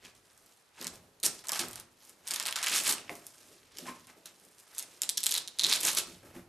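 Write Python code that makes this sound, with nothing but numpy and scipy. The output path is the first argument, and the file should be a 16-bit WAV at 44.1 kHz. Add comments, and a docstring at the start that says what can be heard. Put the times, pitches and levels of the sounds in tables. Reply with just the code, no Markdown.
"""Hook-and-loop straps in a garage

Straps on a fabric bag are ripped open and pressed shut close to a stereo microphone.
Hooks snap free one by one over a dense crackle of small hooks and stiff backing. Hands rustle the
cloth, push the bag and knock the panel under it; a finger squeaks. Behind: air, hiss, deep rumble."""
import sys
import numpy as np
from scipy import signal
from scipy.fft import rfft, irfft, next_fast_len
from scipy.io import wavfile
from scipy.ndimage import uniform_filter1d

SR = 44100
rng = np.random.default_rng(int(sys.argv[2]) if len(sys.argv) > 2 else 0)


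def transcribe(u):
    """Save the signal u as a 16-bit wav file named by the first command-line argument.

    u: samples, shape (n,) or (channels, n), limited to [-1, 1]; the rate is SR.
    q: integer samples, one column per channel.
    """
    v = np.clip(np.atleast_2d(u).T, -1, 1)
    q = np.round(v * 32767).astype(np.int16)
    wavfile.write(sys.argv[1], SR, q)


N = 285768

# still air and microphone hiss (frequency [Hz], density [dB])
AIR_SPECTRUM = [(15, -30), (30, -17), (60, -3), (200, 2.5), (400, 4.5), (1000, 4.5), (2000, 0.5),
                (8000, -8.5), (13000, -11), (14500, -42)]
# deep rumble (time [s], level [dB])
RUMBLE_LEVELS = [(0.0, -73), (0.11, -72.5), (0.65, -90), (0.96, -61.5), (1.17, -83), (1.26, -65),
                 (1.53, -84), (1.7, -60), (2.02, -83), (2.98, -70), (3.32, -80), (3.93, -72), (4.42, -85.5),
                 (5.68, -79), (5.72, -73), (6.48, -60)]
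# deep rumble (frequency [Hz], density [dB])
RUMBLE_SPECTRUM = [(15, -25), (30, -3), (50, -5.5), (100, 3.5), (140, -2), (250, -53)]
# reflections (frequency [Hz], T60 [s], level [dB], side over mid [ratio])
GARAGE_BANDS = [(151, 0.88, -5.5, 0.023), (400, 0.76, -9.5, 0.16), (885, 0.49, -5, 0.34),
                (3000, 0.32, -9, 0.52), (6150, 0.37, -9.5, 0.58), (10900, 0.076, -5, 0.2)]
# finger on the panel (time [s], slip rate [Hz], level [dB])
SQUEAK_PATH = [(3.86, 500, -60), (3.87, 650, -47), (3.876, 1040, -44), (3.889, 1075, -39), (3.9, 1040, -53),
               (3.99, 1040, -66)]
# panel modes (frequency [Hz], gain [dB], T60 [s])
PANEL_MODES = [(178.8, -7.5, 0.28), (252, -6, 0.22), (347, -7, 0.16), (555, -7, 0.052), (700, -2.5, 0.076),
               (825, -6, 0.099), (1138, 5.5, 0.035), (2150, 9, .006)]
# knocks on the panel (time [s], strength [dB], pitch favoured by the spot [Hz])
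PANEL_KNOCKS = [(0.049, -52.5, 200), (0.806, -44, 265), (.86, -41.5, 197), (1.241, -42, 200),
                (1.525, -33.5, 1130), (1.605, -35.5, 350), (1.637, -44, 186), (2.738, -44.5, 313),
                (3.0945, -33, 2000), (3.101, -37.5, 630), (3.826, -40, 255), (3.884, -41, 250),
                (5.64, -39, 368), (6.075, -44, 332), (6.125, -42, 163), (6.236, -45, 400),
                (6.362, -34.5, 330), (6.376, -40.5, 180)]
# pushed bag (frequency [Hz], density [dB])
BAG_SPECTRUM = [(15, -52), (40, -13), (80, -15), (170, 2.5), (260, 2.5), (350, 5), (600, 2), (1200, -14)]
# ongoing cloth rustle, rising and falling (time [s], crackle [dB], bag [dB])
RUSTLE_LEVELS = [(0, -87, -72), (.3, -67.5, -78), (.5, -67, -69.5), (.68, -73, -89), (1.1, -78, -68),
                 (1.9, -75, -79), (2.2, -69.5, -70), (3.0, -57.5, -55.5), (3.25, -62, -89),
                 (3.43, -60.5, -62), (3.65, -67.5, -68), (3.98, -62, -106), (4.18, -73.5, -67),
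                 (4.45, -65, -66), (4.66, -71, -88.5), (4.92, -59.5, -65), (5.5, -61.5, -71),
                 (6.1, -67, -61), (6.22, -65.5, -75.5), (6.48, -102, -74)]
# hand moves (full strength at [s], swell [s], hold [s], crackle [dB], backing [dB], bag [dB])
HAND_TUGS = [(0.042, 0.061, 0.039, -55, -63.5, -66.5), (0.152, 0.016, 0.012, -60, -80, -67),
             (0.813, 0.1, 0.051, -50, -49.5, -56.5), (0.931, 0.027, 0.027, -58.5, -63, -59),
             (1.231, 0.003, 0.036, -34, -49, -49), (1.29, .03, 0.11, -53.5, -70, -77),
             (1.441, 0.0062, 0.013, -53, -54, -62), (1.49, 0.0053, 0.0079, -53, -42, -55),
             (1.527, 0.0077, 0.043, -41.5, -43, -56.5), (1.594, 0.004, 0.024, -35, -43, -44.5),
             (1.686, 0.045, .12, -57.5, -57.5, -63), (2.021, 0.13, 0.088, -59.5, -72, -70),
             (2.281, 0.067, 0.012, -49, -53, -60), (2.306, 0.0028, 0.0076, -40, -41.5, -63),
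             (2.337, 0.0054, 0.0043, -44, -51, -62), (2.358, 0.0044, 0.0037, -37.5, -56, -68),
             (2.399, 0.002, 0.012, -42, -47, -66), (2.46, 0.0058, 0.032, -42, -41, -59),
             (2.558, 0.0049, 0.0054, -34, -42, -77), (2.593, 0.0053, 0.0082, -44, -40.5, -75),
             (2.627, 0.003, 0.025, -40, -46, -64), (2.666, 0.041, 0.027, -31, -68, -81),
             (2.729, 0.073, 0.072, -29.5, -63, -51.5), (2.872, 0.091, 0.038, -29, -42, -47),
             (3.095, 0.0076, 0.021, -81, -54, -48.5), (3.787, 0.13, 0.048, -53.5, -76, -55),
             (3.86, 0.017, 0.024, -49, -46.5, -48), (4.077, 0.017, 0.027, -61.5, -59.5, -65),
             (4.258, 0.0089, 0.0049, -48, -60, -61), (4.584, 0.015, 0.01, -57.5, -91, -72),
             (4.789, 0.31, 0.026, -53.5, -57.5, -65.5), (5.019, 0.0061, 0.022, -47.5, -54.5, -62),
             (5.266, 0.13, 0.12, -42.5, -72, -55.5), (5.591, 0.0029, 0.0059, -39.5, -71, -56.5),
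             (5.64, 0.045, 0.06, -35, -71, -51), (5.715, 0.085, 0.049, -31, -70, -49.5),
             (5.85, 0.077, 0.04, -28.5, -42, -47), (5.972, 0.018, 0.011, -30.5, -50, -50.5),
             (6.067, .01, 0.081, -56.5, -72, -63), (6.23, .01, 0.078, -84, -61.5, -59),
             (6.351, 0.024, 0.016, -68, -55, -51)]
# stiff backing (frequency [Hz], gain [dB])
BACKING_SPECTRUM = [(600, 3.5), (900, 0), (1300, 6.5), (1900, 6), (2600, 11)]
# base colour of all hooks (frequency [Hz], gain [dB])
HOOK_SPECTRUM = [(700, 20), (2000, 6), (3000, 6.5), (4500, 4.5), (6500, 6), (9000, 7.5), (11500, 7),
                 (14000, 5.5)]
# how the strap is held (time [s], low cut [Hz], gain of the fold's hollow [dB])
STRAP_GRIP = [(0.0, 2600, -6), (1.2, 4300, 12.5), (1.3, 4300, -10), (1.45, 2950, 2), (2.2, 2350, -1),
              (2.3, 1190, 2.5), (2.72, 1300, -0.5), (2.85, 1950, -3.5), (4.9, 2800, 1.5), (5.15, 3000, 3.5),
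              (5.4, 3000, 7), (5.6, 3420, 12), (5.76, 3430, 7.5), (5.82, 2280, -2), (5.96, 2800, 1.5)]
# loudest hooks (time [s], peak [dB], ring [Hz])
HOOK_SNAPS = [(.0502, -37, 3400), (.3769, -40, 9700), (.4618, -42, 10000), (.8134, -26, 5900),
              (.8264, -26, 6500), (.8446, -21, 5800), (.869, -15, 5100), (.8779, -24, 5300),
              (.9563, -36, 10900), (1.2005, -39, 5600), (1.2315, -19, 7500), (1.2354, -13, 6700),
              (1.239, -17, 5900), (1.2451, -17, 6900), (1.2493, -14, 5900), (1.2541, -10, 6100),
              (1.2579, -10, 8600), (1.263, -9, 6100), (1.4705, -26, 6100), (1.485, -18, 7200),
              (1.4928, -14, 5600), (1.5192, -12, 5700), (1.532, -18, 5000), (1.5472, -21, 5300),
              (1.5592, -21, 6000), (1.5749, -23, 8000), (1.5922, -18, 5700), (1.6841, -26, 8300),
              (1.711, -28, 9400), (1.7314, -29, 8000), (1.7573, -24, 6400), (1.7991, -25, 8100),
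              (2.0949, -34, 9500), (2.271, -28, 5700), (2.2763, -20, 7500), (2.2842, -21, 7800),
              (2.3092, -13, 8200), (2.3155, -18, 6500), (2.3373, -14, 5000), (2.3429, -20, 8000),
              (2.3611, -17, 5600), (2.3987, -14, 5200), (2.4267, -19, 5400), (2.4357, -23, 4300),
              (2.455, -20, 5600), (2.4624, -19, 5600), (2.4693, -15, 6500), (2.4808, -18, 4400),
              (2.4855, -17, 4100), (2.5098, -22, 6200), (2.5255, -18, 4100), (2.5588, -17, 5900),
              (2.5874, -23, 4100), (2.6165, -27, 5500), (2.6285, -18, 5400), (2.6335, -19, 6000),
              (2.6405, -19, 6000), (2.6628, -16, 5000), (2.6692, -16, 3400), (2.6833, -15, 4800),
              (2.6971, -18, 4800), (2.76, -15, 7500), (2.8372, -19, 6400), (2.8761, -13, 6900),
              (2.8929, -12, 7700), (2.9247, -11, 8900), (2.982, -28, 3900), (3.0948, -31, 2600),
              (3.1538, -30, 8300), (3.2666, -25, 10200), (3.7708, -31, 3840), (3.7849, -22, 6000),
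              (4.0702, -41, 6700), (4.2575, -28, 6500), (4.3984, -41, 8800), (4.4506, -41, 10900),
              (4.7488, -32, 8600), (4.7818, -20, 7900), (4.7887, -18, 8800), (4.7949, -18, 7800),
              (4.8256, -22, 8400), (5.0183, -11, 6800), (5.0335, -16, 7100), (5.0915, -10, 5800),
              (5.0957, -10, 6700), (5.1724, -17, 5800), (5.1753, -12, 6000), (5.1793, -10, 6000),
              (5.2044, -22, 7000), (5.232, -17, 6200), (5.238, -11, 6600), (5.2461, -20, 5500),
              (5.2599, -14, 6900), (5.2659, -5, 6700), (5.292, -20, 5200), (5.3103, -13, 7200),
              (5.3149, -13, 4900), (5.3227, -12, 6500), (5.3406, -11, 6700), (5.3515, -14, 4300),
              (5.3631, -16, 5800), (5.3756, -19, 4900), (5.3798, -13, 6600), (5.476, -24, 4600),
              (5.481, -23, 5000), (5.5872, -18, 5900), (5.5949, -10, 3900), (5.5993, -17, 4200),
              (5.6112, -17, 4000), (5.6196, -17, 3900), (5.6351, -12, 3900), (5.6408, -11, 4800),
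              (5.6468, -7, 4600), (5.6662, -13, 4700), (5.6975, -12, 5800), (5.7138, -15, 4300),
              (5.7264, -9, 4400), (5.7359, -11, 4600), (5.8053, -18, 7900), (5.8108, -16, 5700),
              (5.8322, -16, 8400), (5.8514, -9, 8500), (5.8711, -11, 8900), (5.8854, -12, 5800),
              (5.9168, -19, 6900), (5.9308, -19, 9000), (5.9496, -14, 7300), (5.9715, -16, 7500),
              (5.9857, -13, 6700)]
# microphone balance (frequency [Hz], left over right [dB])
MIC_BALANCE = [(300, -0.6), (1200, 0), (2500, -0.5), (5000, -2.5), (12000, 0)]


def amp(db):
    """dB to gain."""
    return 10 ** (np.asarray(db) / 20)


def unit_rms(x):
    """Scale to rms 1."""
    return x / np.sqrt(np.mean(x ** 2) + 1e-20)


def in_time(rows):
    """Each column after time, interpolated per sample."""
    times_s, *columns = np.transpose(rows)
    return [np.interp(np.arange(N) / SR, times_s, c) for c in columns]


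def at_hz(rows, hz, column=1):
    """Interpolate a column over log frequency."""
    table = np.array(rows)
    return np.interp(np.log(np.maximum(hz, 1)), np.log(table[:, 0]), table[:, column])


def colour(x, spectrum):
    """Zero-phase filter from a spectrum table."""
    size = next_fast_len(x.shape[-1])
    gain = amp(at_hz(spectrum, np.fft.rfftfreq(size, 1 / SR)))
    return irfft(rfft(x, size) * gain, size)[..., :x.shape[-1]]


def butter(x, order, hz, kind):
    """Butterworth filter."""
    return signal.sosfilt(signal.butter(order, hz, kind, fs=SR, output="sos"), x)


def minimum_phase(level_db):
    """Causal response of given magnitude, by the folded cepstrum."""
    cepstrum = irfft(np.log(amp(level_db)))
    half = cepstrum.shape[-1] // 2
    fold = np.r_[1, np.full(half - 1, 2), 1, np.zeros(half - 1)]
    return np.exp(rfft(cepstrum * fold))


def drift(corner_hz):
    """Slow noise, rms 1."""
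    r = np.exp(-2 * np.pi * corner_hz / SR)
    return unit_rms(signal.lfilter([1], [1, -2 * r, r * r], rng.standard_normal(N + SR))[SR:])


def ring(clicks, hz, t60_s):
    """Resonator: a unit click starts a decaying unit sine."""
    r, w = amp(-60 / (t60_s * SR)), 2 * np.pi * hz / SR
    return signal.lfilter([0, np.sin(w)], [1, -2 * r * np.cos(w), r * r], clicks + 1e-18)


def grains(colour_db, per_s, spread_db, clump_db, band_hz, t60_cycles):
    """Random clicks, uneven and clumped in level, dealt to 16 short resonances; rms 1."""
    sizes = amp(spread_db * np.minimum(rng.exponential(1, N), 4) + clump_db * drift(56.5))
    clicks = sizes * rng.choice([-1, 1], N) * (rng.random(N) < per_s / SR)
    pitches_hz, dealt = np.geomspace(*band_hz, 16), rng.integers(0, 16, N)
    clicks /= np.sqrt(sum(amp(colour_db(hz)) ** 2 / hz for hz in pitches_hz))  # colour leaves power even
    return unit_rms(sum(ring(clicks * (dealt == k) * amp(colour_db(hz)), hz, t60_cycles / hz)
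                        for k, hz in enumerate(pitches_hz)))


def air(level_db=-69, width=0.66):
    """Still air and microphone hiss: steady stereo noise."""
    mid, side = colour(rng.standard_normal((2, N)), AIR_SPECTRUM)
    return amp(level_db) * unit_rms(mid + width * side * [[1], [-1]])


def rumble():
    """Deep noise that swells and sinks."""
    return amp(in_time(RUMBLE_LEVELS)[0]) * unit_rms(colour(rng.standard_normal(N), RUMBLE_SPECTRUM))


def garage(x, onset_s=0.00067):
    """Reflections: a noise tail decaying per band, partly unlike left and right."""
    t = np.arange(SR) / SR
    edges_hz, tail = np.geomspace(60, 16000, 13), 0
    for low, high in zip(edges_hz, edges_hz[1:]):
        t60_s, level_db, width = (at_hz(GARAGE_BANDS, np.sqrt(low * high), c) for c in (1, 2, 3))
        mid, side = butter(rng.standard_normal((2, SR)), 2, [low, high], "band")
        fade = amp(level_db - 60 * t / t60_s) / np.sqrt(t60_s * SR / np.log(1e6))
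        tail = tail + fade * (mid + width * side * [[1], [-1]])
    return signal.fftconvolve(x[None], tail * (1 - np.exp(-t / onset_s)), axes=1)[:, :N]


def finger_squeak(rough_db=2.5, wobble=0.015):
    """Stick-slip on the panel: a tone and its octave, unsteady in level and pitch."""
    hz, level_db = in_time(SQUEAK_PATH)
    t = np.arange(N) / SR
    phase = 2 * np.pi * np.cumsum(hz * (1 + wobble * drift(65))) / SR
    sliding = (t > SQUEAK_PATH[0][0]) & (t < SQUEAK_PATH[-1][0])
    return sliding * amp(level_db + rough_db * drift(60)) * (np.sin(phase) + 0.1 * np.sin(2 * phase))


def panel_knocks(focus_db_per_oct2=18, spread_db=1.5, low_cut_hz=140):
    """Each knock rings the panel modes, most those near the pitch of its spot."""
    out = np.zeros(N)
    scatter_db = spread_db * rng.standard_normal((len(PANEL_KNOCKS), len(PANEL_MODES)))
    times_s, strength_db, spot_hz = np.transpose(PANEL_KNOCKS)
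    for k, (hz, mode_db, t60_s) in enumerate(PANEL_MODES):
        spot_db = -focus_db_per_oct2 * np.log2(hz / spot_hz) ** 2
        clicks = np.zeros(N)
        clicks[(times_s * SR).astype(int)] = amp(strength_db + mode_db + scatter_db[:, k] + spot_db)
        out += ring(clicks, hz, t60_s)
    return butter(out, 3, low_cut_hz, "high")


def bag_push(flutter_db=2.6):
    """Pushed fabric: dull noise of unsteady level."""
    return amp(flutter_db * drift(12.5)) * unit_rms(colour(rng.standard_normal(N), BAG_SPECTRUM))


def hand_effort(swell_db=31, fade_db_per_s=(414, 242, 153), backing_rustle_db=-8.5):
    """Gains of crackle, backing and bag: each tug swells, holds and fades over the rustle."""
    t = np.arange(N) / SR
    crackle_db, bag_db = in_time(RUSTLE_LEVELS)
    power = amp([crackle_db, crackle_db + backing_rustle_db, bag_db]) ** 2
    for full_s, swell_s, hold_s, *levels_db in HAND_TUGS:
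        before_db = swell_db * np.maximum(full_s - t, 0) / swell_s
        after_db = np.c_[list(fade_db_per_s)] * np.maximum(t - full_s - hold_s, 0)
        power += amp(np.c_[levels_db] - before_db - after_db) ** 2
    return np.sqrt(power)


def backing_flex():
    """The stiff backing crackles in the midrange as it bends."""
    return grains(lambda hz: at_hz(BACKING_SPECTRUM, hz), per_s=2500, spread_db=3, clump_db=2.5,
                  band_hz=(600, 2600), t60_cycles=8)


def hook_colour_db(hz, hook_hz, low_cut_hz, fold_db, focus_db_per_oct2, fold_hz=3900, fold_oct=0.28):
    """A hook favours its own pitch; the grip thins the bass, the fold's hollow adds a peak or dip."""
    pitch_db = -focus_db_per_oct2 * np.log2(hz / hook_hz) ** 2
    thin_db = -10 * np.log10(1 + (low_cut_hz / hz) ** 6)
    hollow_db = fold_db * np.exp(-(np.log2(hz / fold_hz) / fold_oct) ** 2)
    return at_hz(HOOK_SPECTRUM, hz) + pitch_db + thin_db + hollow_db


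def snap_trails(re_peak_db=-27.5, t60_s=0.039):
    """Gain of the small hooks that tear on after each big snap."""
    times_s, peak_db, _ = np.transpose(HOOK_SNAPS)
    starts = np.zeros(N)
    starts[(times_s * SR).astype(int)] = amp(peak_db + re_peak_db)
    return signal.lfilter([1], [1, -amp(-60 / (t60_s * SR))], starts + 1e-18)


def hook_crackle(tearing, medium_db=-15):
    """Many small and fewer medium hooks let go at random, pitched like the big snaps near in time."""
    hook_hz = uniform_filter1d(in_time(HOOK_SNAPS)[1], size=2000)
    grip = in_time(STRAP_GRIP)
    small = grains(lambda hz: hook_colour_db(hz, hook_hz, *grip, focus_db_per_oct2=4.55),
                   per_s=3000, spread_db=0.6, clump_db=2.1, band_hz=(800, 12750), t60_cycles=9.5)
    medium = grains(lambda hz: hook_colour_db(hz, hook_hz, *grip, focus_db_per_oct2=1),
                    per_s=180, spread_db=4, clump_db=5, band_hz=(3000, 9500), t60_cycles=6)
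    return (tearing + snap_trails()) * small + tearing * amp(medium_db) * medium


def hook_snaps(rise_s=0.00008, release_s=0.0006, slip_s=0.002, slip_db=-24):
    """A big hook lets go with a jolt, fibres slip on, the strap rings in that hook's colour."""
    times_s, peak_db, hook_hz = np.transpose(HOOK_SNAPS)
    starts, t = (times_s * SR).astype(int), np.arange(1024) / SR
    envelope = (1 - np.exp(-t / rise_s)) * (np.exp(-t / release_s) + amp(slip_db) * np.exp(-t / slip_s))
    jolts = rng.standard_normal((len(starts), len(t))) * envelope
    grip = [column[starts, None] for column in in_time(STRAP_GRIP)]
    hz = np.fft.rfftfreq(len(t), 1 / SR) + 50  # offset avoids log(0)
    colour_db = hook_colour_db(hz, hook_hz[:, None], *grip, focus_db_per_oct2=5)
    snaps = irfft(rfft(jolts) * minimum_phase(colour_db))
    snaps *= (amp(peak_db) / np.abs(signal.hilbert(snaps)).max(axis=1))[:, None]
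    out = np.zeros(N + len(t))
    np.add.at(out, starts[:, None] + np.arange(len(t)), snaps)
    return out[:N]


def scene(strap_low_cut_hz=780):
    """Strap, bag and panel at the microphone, the garage around them."""
    tearing, flexing, pushing = hand_effort()
    strap = hook_crackle(tearing) + flexing * backing_flex() + hook_snaps()
    strap = butter(strap, 3, strap_low_cut_hz, "high")  # the strap stays out of the bass
    near = strap + panel_knocks() + pushing * bag_push() + finger_squeak()
    return air() + rumble() + garage(near) + near


def record(dry, rolloff_hz=13300, stop_hz=16400):
    """Stereo microphone: right slightly louder; the top rolls off, then is cut."""
    left = colour(dry[0], [(hz, db / 2) for hz, db in MIC_BALANCE])
    right = colour(dry[1], [(hz, -db / 2) for hz, db in MIC_BALANCE])
    soft = butter([left, right], 8, rolloff_hz, "low")
    return signal.sosfilt(signal.cheby2(12, 70, stop_hz, fs=SR, output="sos"), soft)


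dry = scene()
out = record(dry)
transcribe(out)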